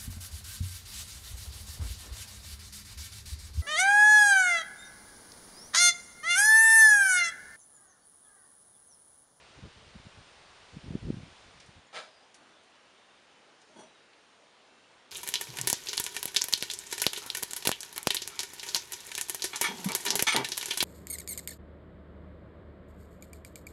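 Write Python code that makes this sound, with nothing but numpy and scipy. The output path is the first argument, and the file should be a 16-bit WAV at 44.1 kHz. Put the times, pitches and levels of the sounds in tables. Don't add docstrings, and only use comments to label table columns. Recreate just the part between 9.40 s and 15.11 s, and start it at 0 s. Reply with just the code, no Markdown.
import sys
import numpy as np
from scipy import signal
from scipy.fft import rfft, irfft, next_fast_len
from scipy.io import wavfile
from scipy.ndimage import uniform_filter1d

SR = 44100
rng = np.random.default_rng(int(sys.argv[2]) if len(sys.argv) > 2 else 0)


def generate_wav(sig):
    pcm = np.round(np.clip(np.atleast_2d(sig).T, -1, 1) * 32767).astype(np.int16)
    wavfile.write(sys.argv[1], SR, pcm)


N = 251811
TIME, BINS = np.arange(N) / SR, np.fft.rfftfreq(N, 1 / SR)
DISSOLVE_START_S, DISSOLVE_END_S = 2, 2.49

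# frequency in Hz, relative level in dB.
LEAF_COLOUR = [(40, -6), (120, -13.5), (300, -4.5), (500, 0.5), (900, 0), (1900, -2.5), (3600, -3.5),
               (5000, -8), (6500, -13), (9000, -15.5), (11000, -22)]
SHED_COLOUR = [(25, -25), (60, -13.5), (120, -9), (250, -3), (500, 0), (900, -1.5), (1500, -3.5),
               (2200, -5), (3600, -6.5), (4600, -10.5), (6500, -15), (9000, -18.5), (11000, -23)]
# time in seconds, level in dB.
BREEZE_LEVEL = [(.6, -56.5), (1.3, -56), (2.0, -56)]
# start in seconds, length in seconds, starting pitch in Hz, level in dB.
BIRD_NOTES = [(2.6, .31, 5050, -70), (2.7, .17, 4720, -76), (3.07, 0.16, 3520, -71.5),
              (3.5, 0.31, 3690, -74), (3.83, .38, 3070, -73), (4.44, .26, 3870, -70.5),
              (5.18, .47, 2720, -74.5)]
# peak time in seconds, strength in dB, half-width in seconds.
GUST_SWELLS = [(.19, -52, 0.023), (.26, -45, .03), (.45, -60.5, 0.11), (.57, -49.5, 0.033),
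               (.67, -55, 0.022), (.78, -55.5, 0.038), (1.358, -42.5, .024), (1.465, -41, .025),
               (1.535, -39, 0.045), (1.68, -37, .056), (1.81, -47, .08), (2.07, -56.5, 0.029),
               (2.17, -58.5, .035), (2.29, -61.5, .025), (2.38, -53, .022)]
# frequency in Hz, relative level in dB.
GUST_COLOUR = [(12, -39), (25, -17), (55, 2.5), (120, 1.5), (200, -5.5), (300, -10.5), (420, -15.5),
               (600, -22.5), (1000, -67)]
# time in seconds, strength in dB.
EDDY_SLAPS = [(.228, -41), (0.5592, -39), (.67, -39), (1.3709, -33), (1.5082, -28), (1.5548, -20.5),
              (1.672, -30.5), (1.7046, -18.5), (1.7436, -32), (1.772, -33), (1.836, -40), (2.293, -46)]
# start in seconds, strength in dB, centre in Hz,
# spread in octaves, time to fall 60 dB in seconds.
WARE_TICKS = [(2.2007, -40.5, 3300, 0.9, 0.08), (2.26, -49.5, 6000, 1.1, .1), (2.468, -57, 7000, .05, .08),
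              (2.943, -42.5, 4300, 1.5, .11), (3.233, -57, 8000, .6, .08), (4.215, -48.5, 5000, 0.75, 0.06),
              (4.288, -60, 6400, .015, 0.16), (4.732, -49, 3000, 0.47, .035)]
# start in seconds, attack in seconds, top level in dB, time to fall 60 dB in seconds.
SLEEVE_MOVES = [(2.96, .125, -61.5, .28)]
SCRAPE_MOVES = [(2.527, 0.047, -39.5, 0.29)]
SETTLE_MOVES = [(4.283, 0.014, -67, .9), (4.35, .052, -51, 0.21)]
# frequency in Hz, relative level in dB.
SLEEVE_COLOUR = [(60, -24), (150, -10), (300, 3.5), (600, -9), (1500, -0.5), (2400, -10), (5000, -22),
                 (11000, -24)]
SCRAPE_COLOUR = [(80, -31), (190, -10), (360, -12), (500, 0), (800, -3.5), (1020, -5), (1500, -2),
                 (2600, -6.5), (4000, -5.5), (5200, -12.5), (6300, -14), (9200, -18), (11000, -22.5)]
SETTLE_COLOUR = [(70, -35), (140, -13), (220, -1.5), (400, -3), (720, -10), (950, -3.5), (1200, -20),
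                 (1500, -7), (1900, -23.5), (3300, -22), (5000, -28), (7000, -29.5), (9400, -26),
                 (11000, -21)]
# frequency in Hz, width in Hz, level against the grit in dB.
SCRAPE_MODES = [(631, 16, 10), (789, 21, 9), (1323, 29, 7), (1590, 93, 0), (2330, 36, 4), (3050, 40, -1),
                (3450, 36, 4.5), (3860, 45, -2), (4450, 50, -1), (5020, 100, 4), (6700, 61, -8)]
SETTLE_MODES = [(234, 22, 8.1), (394, 15, 4), (480, 28, 3.4), (631, 13, 18.6), (848, 16, 10),
                (910, 25, 3.3), (2146, 20, 19), (3350, 7.2, 29.6), (4350, 40, 15), (4680, 35, 16),
                (5858, 14, 24.5), (6450, 29, 27), (7180, 33, 18), (8110, 30, 22), (8598, 25, 19),
                (9050, 70, 16), (9470, 54, 13)]


def amp(db):
    return 10 ** (np.asarray(db) / 20)


def unit(x):
    return x / np.sqrt(np.mean(x ** 2) + 1e-20)


def colour(rows, hz):
    points_hz, db = np.transpose(rows)
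    return amp(np.interp(np.log(hz + 1), np.log(points_hz), db))


def shaped(x, gain):
    return irfft(rfft(x) * gain, N)


def drift(rate_hz):
    size = next_fast_len(N)
    hz = np.fft.rfftfreq(size, 1 / SR)
    spectrum = rfft(rng.standard_normal(size)) * np.exp(-(hz / rate_hz) ** 2)
    return unit(irfft(spectrum, size)[:N])


def add(mix, start, sound):
    part = mix[round(start * SR):][:len(sound)]
    part += sound[:len(part)]


def air(spectrum, patchy_db):
    hz, _, frames = signal.stft(rng.standard_normal(N), SR, nperseg=2048, noverlap=1536)
    patches = uniform_filter1d(rng.standard_normal(frames.shape), size=20, axis=0)
    patches = unit(uniform_filter1d(patches, size=9, axis=1))
    frames = frames * colour(spectrum, hz)[:, None] * amp(patchy_db * patches)
    return unit(signal.istft(frames, SR, nperseg=2048, noverlap=1536)[1][:N])


def breeze():
    level_db = np.interp(TIME, *np.transpose(BREEZE_LEVEL))
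    return air(LEAF_COLOUR, patchy_db=0.66) * amp(level_db)


def whistle(length, hz, db, sag_per_s=.1, waver=.005, blur=1.2, blur_hz=85):
    count = round(length * SR)
    pitch = hz * (1 - sag_per_s * TIME[:count]) * (1 + waver * drift(rate_hz=26)[:count])
    tone = np.exp(2j * np.pi * np.cumsum(pitch) / SR)
    scatter = 1 + blur * (drift(blur_hz) + 1j * drift(blur_hz))
    return amp(db) * unit((scatter[:count] * tone).real) * signal.windows.tukey(count, .6)


def birds(faint_count=5):
    out = np.zeros(N)
    faint = [(rng.uniform(3.1, 3.6), .3, rng.uniform(2680, 3150), -77) for _ in range(faint_count)]
    for start, length, hz, db in BIRD_NOTES + faint:
        add(out, start, whistle(length, hz, db))
    return out


def gusts(lull_db=-70, lumpy_db=3):
    rumble = unit(shaped(rng.standard_normal(N), colour(GUST_COLOUR, BINS)))
    buffeting = unit(rumble * amp(lumpy_db * drift(rate_hz=45)))
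    gust_power = sum(amp(db) ** 2 * np.exp(-2 * ((TIME - peak) / width) ** 2)
                     for peak, db, width in GUST_SWELLS)
    fade_out = np.clip((DISSOLVE_END_S - TIME) / 0.12, 0, 1)
    return buffeting * np.sqrt(amp(lull_db) ** 2 + gust_power) * fade_out


def eddies(strongest_hz=202.5, db_per_octave=40, crest_db=-14, crest_ratio=1.82):
    out = np.zeros(N)
    strongest_db = max(db for _, db in EDDY_SLAPS)
    for when, db in EDDY_SLAPS:
        relative_db = db - strongest_db
        hz = strongest_hz * 2 ** (relative_db / db_per_octave)
        phase_squared = (np.pi * hz * (TIME - when)) ** 2
        near = phase_squared < 20
        wide = phase_squared[near]
        narrow = wide * crest_ratio ** 2
        push = (1 - 2 * wide) * np.exp(-wide)
        crest = (1 - 2 * narrow) * np.exp(-narrow)
        out[near] += amp(db) * (push + amp(crest_db + .5 * relative_db) * crest)
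    return out


def shed_echo(dry, t60=0.33, wet_db=-9, reflections_per_s=2000):
    t = TIME[:SR // 2]
    taps = rng.standard_normal(len(t)) * (rng.random(len(t)) < reflections_per_s / SR)
    taps *= (t > .004) * amp(-60 * t / t60)
    return dry + amp(wet_db) * signal.fftconvolve(dry, taps / np.linalg.norm(taps))[:N]


def ticks(trim_db=-9, rise_s=0.00093, crack=0.57, crack_s=0.0028):
    out, t = np.zeros(N), TIME[:SR // 4]
    attack = 1 - np.exp(-t / rise_s)
    for start, db, hz, spread, t60 in WARE_TICKS:
        band = np.exp(-.5 * (np.log2((BINS + 1) / hz) / spread) ** 2)
        burst = unit(shaped(rng.standard_normal(N), band))[:len(t)]
        decay = amp(-60 * t / t60) + crack * np.exp(-t / crack_s)
        add(out, start, amp(db + trim_db) * burst * attack * decay)
    return out


def stroke(start, attack, db, t60, attack_curve=0.66):
    t = TIME - start
    press = np.clip(t / attack, 0, 1) ** attack_curve
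    return press * amp(db - 60 * np.maximum(t - attack, 0) / t60)


def rub(moves, texture, modes, grains_per_s, grain_spread_db):
    slips = (rng.random(N) < grains_per_s / SR) * rng.choice([-1., 1.], N)
    slip_sizes = amp(grain_spread_db * np.minimum(rng.exponential(1, N), 3))
    force = sum(stroke(*move) for move in moves)
    ring = sum(amp(db) / (1 + 2j * (BINS - hz) / width) for hz, width, db in modes)
    body = unit(colour(texture, BINS) * (1 + ring))
    return shaped(unit(slips * slip_sizes) * force, body)


def scene():
    indoors = np.clip((TIME - DISSOLVE_START_S) / (DISSOLVE_END_S - DISSOLVE_START_S), 0, 1)
    garden = breeze() * np.sqrt(1 - indoors)
    shed = air(SHED_COLOUR, patchy_db=1.14) * amp(-60.5) * np.sqrt(indoors)
    scrape = rub(SCRAPE_MOVES, SCRAPE_COLOUR, SCRAPE_MODES, grains_per_s=4000, grain_spread_db=1.9)
    sleeve = rub(SLEEVE_MOVES, SLEEVE_COLOUR, modes=[], grains_per_s=720, grain_spread_db=3.5)
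    settle = rub(SETTLE_MOVES, SETTLE_COLOUR, SETTLE_MODES, grains_per_s=2100, grain_spread_db=4)
    handling = shed_echo(scrape + sleeve + settle + ticks())
    return (garden + shed + gusts() + eddies() + birds() + handling)[None]


def record(dry):
    dip_hz, dip_half_width_hz, dip_depth = 7900, 190, 0.61
    roll_off_hz, cutoff_hz = 9900, 10950
    dip = 1 - dip_depth / (1 + ((BINS - dip_hz) / dip_half_width_hz) ** 2)
    roll_off = 1 / np.sqrt(1 + (BINS / roll_off_hz) ** 30)
    low_pass = signal.firwin(401, cutoff_hz, window=("kaiser", 8), fs=SR)
    return signal.oaconvolve(shaped(dry[0], dip * roll_off), low_pass, "same")[None]


dry = scene()
out = record(dry)
generate_wav(out)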